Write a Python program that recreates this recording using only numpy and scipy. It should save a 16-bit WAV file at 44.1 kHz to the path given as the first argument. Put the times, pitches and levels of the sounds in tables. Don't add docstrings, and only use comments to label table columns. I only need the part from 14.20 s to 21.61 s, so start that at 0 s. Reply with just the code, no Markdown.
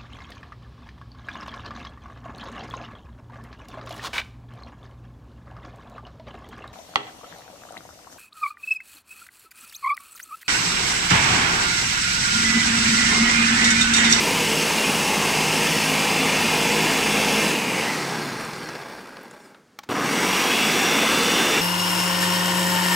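import sys
import numpy as np
from scipy import signal
from scipy.fft import rfft, irfft, next_fast_len
from scipy.io import wavfile
from scipy.ndimage import uniform_filter1d, map_coordinates

SR = 44100
rng = np.random.default_rng(int(sys.argv[2]) if len(sys.argv) > 2 else 0)


def pcm_store(signal):
    levels = np.round(np.clip(np.atleast_2d(signal), -1, 1) * 32767)
    wavfile.write(sys.argv[1], SR, levels.astype(np.int16).T)


def decibels_to_gain(level_db):
    exponent = np.asarray(level_db, float) / 20
    return 10 ** exponent


N = 326781
T_S = np.arange(N) / SR
GRID_HZ = np.fft.rfftfreq(1024, 1 / SR)
OFF_S, ON_S = 3.3, 5.689
TOP_HZ = 15780
BARS_PER_TURN, TEETH_PER_TURN, ROTOR_PER_TURN = 60.4, 65.0, 6.04


def unit(x):
    return x / np.sqrt(np.mean(x ** 2) + 1e-20)


def along(points, hz):
    f, v = np.transpose(points)
    return np.interp(np.log(hz + 1), np.log(f + 1), v)


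def curve(points, s):
    at_s, value = np.transpose(points)
    return np.interp(s, at_s, value)


def bell(x, centre, width):
    return np.exp(-.5 * ((x - centre) / width) ** 2)


def wobble(rate_hz):
    return map_coordinates(rng.standard_normal(int(N * rate_hz / SR) + 4), [T_S * rate_hz])


def coloured(points, count):
    hz = np.fft.rfftfreq(count, 1 / SR)
    return unit(irfft(rfft(rng.standard_normal(count)) * decibels_to_gain(along(points, hz)), count))


# f/Hz, level/dB per Hz
KITCHEN = [(21, -46), (35, -21), (185, 5), (464, -2), (857, -9), (1320, -7), (1580, -8), (2710, -16),
           (6460, -19), (15800, -35)]


def kitchen():
    return decibels_to_gain(-58) * coloured(KITCHEN, count=next_fast_len(N))[:N]


# t/s, f/Hz
SPEED = [(0, 3200), (3.3, 3200), (3.45, 2960), (3.81, 2234), (4.23, 1414), (4.56, 940), (4.8, 660),
         (5.09, 368), (5.45, 20), (5.57, 1), (5.69, 1), (5.75, 1150), (5.85, 2000), (5.95, 2500),
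         (6.1, 2810), (6.33, 3094), (6.6, 3245), (7.41, 3305)]


def bar_rate_hz(s):
    return curve(SPEED, s)


def turned():
    swing_s, takes_s = 1.8, 0.1
    return np.clip((T_S - swing_s) / takes_s / 2 + .5, 0, 1)


# t/s, level/dB
SWELL = [(0, 0), (0.35, 0), (0.75, 0.03), (1.8, 0), (2.08, 0.5), (3.2, 0.5), (3.46, -1.5), (3.62, 1),
         (3.85, -2.5), (4.2, -3), (4.6, -2.5), (5.1, 0), (5.36, 7), (5.75, -1.5), (6.15, 0), (6.55, 0.3),
         (7.38, 1), (7.41, -0.5)]
# paste churn, gear grind, casing buzz, fan hiss, unbalance hum, tooth whistle,
# blade orders, bar whine full speed, first run [dB]
FIRST_DB = [-27, -27.5, -30.5, -33.5, -52, -42.5, -42.5, -36]
SECOND_DB = [-25.5, -27, -31.5, -33.5, -59, -33, -41.5, -44]
TURNED_DB = [0.7, 0, -0.7, -1.5, -0.5, 3.5, 1.4, -3]
CUT_DB = [-2, 0, -4, -3, -16, -23, -7, -2]
KNEE_DB = [3.9, 0.33, 3.9, 0.3, 0.3, 0.3, 9.3, 7]
COAST_LAW = [1.2, 1.79, 1.98, 1.3, 1.7, 2.1, 1.8, 2.3]
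SPIN_LAW = [0.076, 0.81, 1.2, 1.5, 6, 21, 0.1, 0.73]
STALL_DB = [0, -19, -20, -10.5, -9, -26, -7, -20]
SWELL_SHARE = [0.55, 1.4, 1, 0.9, 2.5, 1, 0.3, 0.3]


def levels_db():
    full_hz, sag_s, bite_s, spin_knee_db = 3300, .07, 0.0051, .7
    slowed_db = 20 * np.log10(full_hz / bar_rate_hz(T_S))
    column = lambda values: np.array(values)[:, None]

    current_lost = 1 - np.exp(-np.maximum(T_S - OFF_S, 0) / sag_s)
    first = column(FIRST_DB) + column(TURNED_DB) * turned() + column(CUT_DB) * current_lost
    first -= column(COAST_LAW) * np.maximum(slowed_db - column(KNEE_DB), 0)
    first[-1] += 8 * bell(slowed_db, 7.5, 4.5)
    first[-2] += 10 * bell(slowed_db, 8, 4)

    spin_loss_db = -column(SPIN_LAW) * np.maximum(slowed_db - spin_knee_db, 0)
    second = column(SECOND_DB) + np.maximum(spin_loss_db, column(STALL_DB))
    second += -9 * np.exp(-np.maximum(T_S - ON_S, 0) / bite_s)
    second[-1] = -37 - .5 * slowed_db + 13 * bell(slowed_db, 2.4, 1.4)
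    return np.where(T_S < ON_S, first, second) + column(SWELL_SHARE) * curve(SWELL, T_S)


# f/Hz, level/dB per Hz
BODY = [
    [(20, -58), (40, -52), (80, -15.5), (130, -9), (200, 2.5), (500, -3.5), (1200, -10.5), (2200, -5), (3200, -10.5), (4200, -14), (7000, -13), (11000, -19.5), (15700, -21)],
    [(20, -60), (40, -25), (80, -33), (130, -19.5), (200, -12), (500, -7), (1200, -14), (2200, -5), (3200, -14.5), (4200, -8.5), (7000, -21), (11000, -27.5), (15700, -27)],
    [(20, -60), (40, -47), (80, -18), (130, -15), (200, -0.7), (500, -5), (1200, -10), (2200, -7), (3200, -5.5), (4200, -9.5), (7000, -12.5), (11000, -20), (15700, -22)],
]
# f/Hz, width/Hz, level/dB
RINGS_RUN = [(342, 93, -1.7), (460, 25.4, 6), (550, 26, -3.5), (895, 105, 5), (1468, 28, -7),
             (1606, 220, -4.5), (1580, 72, 1.5), (1975, 82, -4.5), (2260, 24, -10), (2820, 71, 3.5),
             (3260, 140, 0.5), (3510, 260, -2.5), (4840, 260, 2.5), (5440, 18, 9), (6100, 46, -10),
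             (6220, 83, 4), (6820, 170, -3), (7360, 120, -7.5), (7700, 61, 4), (9150, 68, 2.5),
             (10420, 130, 4), (11100, 140, 3), (11627, 150, -2.5), (13433, 345, -2.5), (14238, 81, -3),
             (15509, 225, -3.5)]
# f/Hz, width/Hz, level/dB
RINGS_COAST = [(217, 22, 3.5), (365, 28, 4), (636, 190, -6), (850, 29, 6), (1260, 30, 0), (1620, 28, 7),
               (1810, 60, -4), (2170, 69, -1.5), (3490, 77, 3.5), (3850, 160, -4.5), (4300, 84, 0),
               (5570, 93, 5.5), (6000, 96, -0.5), (6778, 61, 6), (7063, 62, -2.2), (7395, 167, 0),
               (8513, 442, 5), (9554, 185, 1.5), (10500, 483, 6), (11032, 59, 1.8), (11627, 200, 1),
               (12183, 510, -1), (12234, 128, 1.4), (13592, 213, -1.6), (14456, 219, 7), (15509, 365, -3)]
# f/Hz, width/Hz, level/dB
RINGS_AGAIN = [(189, 23, 0), (260, 17, 1.5), (480, 15, 5), (580, 69, -4), (1010, 570, 1.5),
               (1448, 34, -4.5), (1810, 180, -1), (2150, 120, 3), (2430, 28, -6), (2800, 170, 2),
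               (3130, 53, -8), (3650, 21, -1), (3820, 130, -1.5), (4742, 95, 4), (5730, 170, 6.5),
               (6262, 156, -1.5), (7228, 180, -1.5), (7395, 63, -10), (7770, 106, 4.5), (8800, 289, -0.5),
               (9370, 115, 3), (11032, 123, 0.5), (11778, 201, 0), (12337, 77, 7), (12698, 130, -7),
               (14021, 216, 3.5)]


def body_db():
    places = []
    for broad, rings in zip(BODY, (RINGS_RUN, RINGS_COAST, RINGS_AGAIN)):
        resonances_db = sum(db * bell(GRID_HZ, hz, width_hz) for hz, width_hz, db in rings)
        places.append(along(broad, GRID_HZ) + resonances_db)
    return np.array(places)


# t/s, place index
PLACES = [
    (0, 0),
    (3.55, 0),
    (4.2, 1),
    (5.6, 1),
    (5.68, 2),
    (7.41, 2),
]


def heard_db(body, hz, s):
    place, index = np.broadcast_arrays(curve(PLACES, s), hz / GRID_HZ[1])
    return map_coordinates(body, [place, index], order=1, mode="nearest")


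def roar(turns, body, layers_db):
    angle = 2 * np.pi * turns
    throb_db = 0.14 * np.cos(angle) + 0.14 * np.cos(2 * angle) + 0.32 * np.cos(ROTOR_PER_TURN * angle)
    paste_db = 0.086 * wobble(14) + 0.075 * wobble(60) + 0.35 * wobble(400)
    slack = 4.5 - 3.5 * np.clip(np.gradient(turns) * SR / 53, 0, 1)
    noise = decibels_to_gain(slack * (throb_db + paste_db)) * rng.standard_normal(N)
    hz, s, z = signal.stft(noise, SR, nperseg=1024, noverlap=768)
    hz = hz[:, None]
    field = uniform_filter1d(rng.standard_normal(z.shape), size=3, axis=0)
    field = uniform_filter1d(field, size=34, axis=1)
    colour = decibels_to_gain(heard_db(body, hz, s))
    z = z * decibels_to_gain(1.53 * unit(field)) * colour

    above = lambda edge_hz: 1 / (1 + (edge_hz / (hz + 1)) ** 8)
    mesh_hz = bar_rate_hz(s) * TEETH_PER_TURN / BARS_PER_TURN
    below_mesh = 1 - above(.88 * mesh_hz + 250)
    churn = 1 - above(1300)
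    grind = above(1300) * (1 - above(3300)) * (np.where(s < ON_S, .22, .06) + below_mesh)
    buzz = above(3300) * (1 - above(7000))
    hiss = above(7000)
    out = 0
    for share, db in zip((churn, grind, buzz, hiss), layers_db):
        part = z * np.sqrt(share / np.sum(share * colour ** 2, 0))
        out = out + decibels_to_gain(db) * unit(signal.istft(part, SR, nperseg=1024, noverlap=768)[1][:N])
    return out


# shaft multiple, level/dB
BLADE = [(2, -7), (3, -4), (4, 1), (5, 2), (6, -2), (7, -1), (8, -6), (9, -3), (10, -1), (12, -7)]
# bar-rate multiple, level/dB
WHINE = [(2, -10), (3, -7), (4, 1), (5, -2), (6, -2), (7, -1), (8, 0), (9, -2), (10, -1), (11, -2),
         (12, -4), (13, -5), (14, -6), (20, -9)]


def tones(turns, body, layers_db):
    feet_hz, feet_width_hz, feet_db = 145, 28, 11
    hum_db, tooth_db, blade_db, whine_db = layers_db
    bars_hz = bar_rate_hz(T_S)
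    heard = lambda hz: np.interp(T_S, T_S[::64], heard_db(body, hz[::64], T_S[::64]))
    slow = lambda rate_hz: np.interp(T_S, np.arange(400) / rate_hz, rng.standard_normal(400))

    def sine(k, rough_rad, rate_hz):
        return np.sqrt(2) * np.sin(2 * np.pi * k * turns + rough_rad * slow(rate_hz))

    out = decibels_to_gain(hum_db + 1.6 * slow(7)) * sine(1, .45, 9)
    out += decibels_to_gain(tooth_db + 0.38 * slow(25)) * sine(TEETH_PER_TURN, 0.67, 30)
    for k, db in BLADE:
        hz = k * bars_hz / BARS_PER_TURN
        lit_db = heard(hz) + feet_db * bell(hz, feet_hz, feet_width_hz)
        out += decibels_to_gain(blade_db + db + lit_db + 2.5 * slow(8)) * sine(k, .5, 9)
    for k, db in WHINE:
        hz = k * bars_hz
        lit_db = 1.15 * heard(hz) - 60 * (hz > TOP_HZ) - 6 * (hz > 11800)
        lit_db -= 12 * np.clip(1 - (hz - 2600) / 1400, 0, 1)
        out += decibels_to_gain(whine_db + db + lit_db + 3.2 * slow(22)) * sine(k * BARS_PER_TURN, .9, 50)
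    return out


# shaft multiple, level/dB over the grind
MESH = [(46, -12), (48, -16.5), (50, -5.5), (52, -12)]


def mesh(turns, grind_db):
    base_db, shake_rad = grind_db - 5 * (1 - turned()), 1.6 * wobble(45)
    out = 0
    for k, db in MESH:
        out = out + decibels_to_gain(base_db + db + 2.9 * wobble(30)) * np.sin(2 * np.pi * k * turns + shake_rad)
    return out


def strikes(rows):
    out, t = np.zeros(N + SR), np.arange(SR // 20) / SR
    hz = np.fft.rfftfreq(len(t), 1 / SR)

    def burst(centre_hz, width):
        puff = rfft(rng.standard_normal(len(t)))
        return unit(irfft(puff / (1 + (np.log((hz + 1) / centre_hz) / width) ** 4), len(t)))

    for s, db, centre_hz, thud_db in rows:
        tick = burst(centre_hz, 0.28) * decibels_to_gain(-60 * t / 0.017)
        thud = burst(900, 0.95) * decibels_to_gain(thud_db - 6.5 - 60 * t / 0.043)
        rise = 1 - np.exp(-t / 0.00089)
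        out[round(s * SR):][:len(t)] += decibels_to_gain(db - 3.5) * rise * (tick + thud)
    return out[:N]


# t/s, peak level/dB, centre f/Hz, thud level/dB
TICKS = [
    (4.0594, -38, 10000, 2.5),
    (4.169, -37, 8210, 5),
    (4.208, -29, 8600, 13),
    (4.249, -28, 7750, 4),
    (4.2894, -39, 14500, 5),
    (5.032, -37, 14900, -6),
    (5.0454, -51, 8770, 6),
    (5.1103, -36, 7500, 6),
]


def brush_ticks():
    return strikes(TICKS)


# t/s, peak level/dB, centre f/Hz, thud level/dB
KNOCKS = [(4.3321, -23, 4920, 3), (4.4394, -31, 4240, -10), (4.4887, -26, 5120, 4),
          (4.5514, -28, 4480, 11.5), (4.6155, -33, 4610, 13), (4.6994, -41, 2980, 0),
          (4.7894, -40, 4100, 11), (4.8694, -41, 4620, -7), (4.9686, -32, 4240, 6), (5.345, -37.5, 3050, 7),
          (5.69, -24, 3290, 6), (5.6999, -21, 3330, -4), (5.7174, -24, 3400, -6)]


def coupling_knocks():
    return strikes(KNOCKS)


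def scrape():
    at_s, half_s, db, hz = 5.24, .04, -62, 8000
    band = [(.6 * hz, -40), (.85 * hz, -3), (hz, 0), (1.2 * hz, -4), (1.5 * hz, -40)]
    return decibels_to_gain(db) * bell(T_S, at_s, half_s) * coloured(band, count=next_fast_len(N))[:N]


def squeak():
    at_s, half_s, db, hz, glide_hz_per_s = 5.243, .04, -64.5, 5150, -10500
    t = T_S - at_s
    swell = np.exp(-.5 * (t / half_s) ** 4)
    return decibels_to_gain(db + 4.5 * wobble(55)) * swell * np.sin(2 * np.pi * (hz * t + glide_hz_per_s * t * t / 2))


# t/s, level/dB, rise/s, snap t60/s, panel level/dB
SWITCH = [
    (5.5874, -27, 0.0017, 0.021, 1.5),
    (5.628, -41, 0.0091, 0.041, -12),
]
# f/Hz, level/dB, t60/s
PLASTIC = [(815, -8, 0.056), (1120, -1, 0.032), (1860, -10, 0.013), (2300, -3, 0.02), (4600, -2, .01),
           (5900, -6, .012)]
# f/Hz, level/dB per Hz
SNAP = [(300, -14), (900, 1.5), (1900, -3), (3000, -8), (6500, -9.5), (9000, -25), (16000, -18)]


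def switch():
    out, t = np.zeros(N + SR), np.arange(SR // 8) / SR
    for s, db, rise_s, snap_t60_s, panel_db in SWITCH:
        ring = 0
        for hz, level_db, t60_s in PLASTIC:
            phase = 2 * np.pi * rng.random()
            ring = ring + decibels_to_gain(level_db - 60 * t / t60_s) * np.sin(2 * np.pi * hz * t + phase)
        snap = decibels_to_gain(-60 * np.maximum(t - rise_s, 0) / snap_t60_s) * coloured(SNAP, count=len(t))
        rise = np.clip(t / rise_s, 0, 1) ** 2
        out[round(s * SR):][:len(t)] += decibels_to_gain(db) * (decibels_to_gain(panel_db) * ring + snap) * rise
    return out[:N]


def lurch():
    db, hz, t60_s, rise_s = -27, 120, .11, .006
    t = np.maximum(T_S - ON_S, 0)
    return decibels_to_gain(db - 60 * t / t60_s) * np.sin(2 * np.pi * hz * t) * (1 - np.exp(-t / rise_s))


# f/Hz, t60/s
WALLS = [(200, 0.38), (2000, 0.39), (10000, 0.11)]


def walls(x):
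    hz, t, z = signal.stft(rng.standard_normal(SR // 2), SR, nperseg=256)
    tail = signal.istft(z * decibels_to_gain(-60 * t / along(WALLS, hz)[:, None]), SR, nperseg=256)[1]
    return signal.fftconvolve(np.pad(x, (200, 0)), tail / np.linalg.norm(tail))[:N]


def scene():
    turns = np.cumsum(bar_rate_hz(T_S)) / BARS_PER_TURN / SR
    body, layers_db = body_db(), levels_db()
    motor = roar(turns, body, layers_db[:4]) + tones(turns, body, layers_db[4:])
    motor = motor + mesh(turns, layers_db[1])
    hits = brush_ticks() + coupling_knocks() + switch()
    mono = kitchen() + motor + scrape() + squeak() + lurch() + hits + decibels_to_gain(-19) * walls(hits)
    return np.array([mono, mono])


def band_limit(x):
    return signal.sosfilt(signal.butter(12, 15970, fs=SR, output="sos"), x)


def record(dry):
    m = next_fast_len(N)
    passed = np.fft.rfftfreq(m, 1 / SR) < TOP_HZ
    mix = irfft(rfft(dry, m) * passed, m)[:, :N]
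    return band_limit(mix)


dry = scene()
out = record(dry)
pcm_store(out)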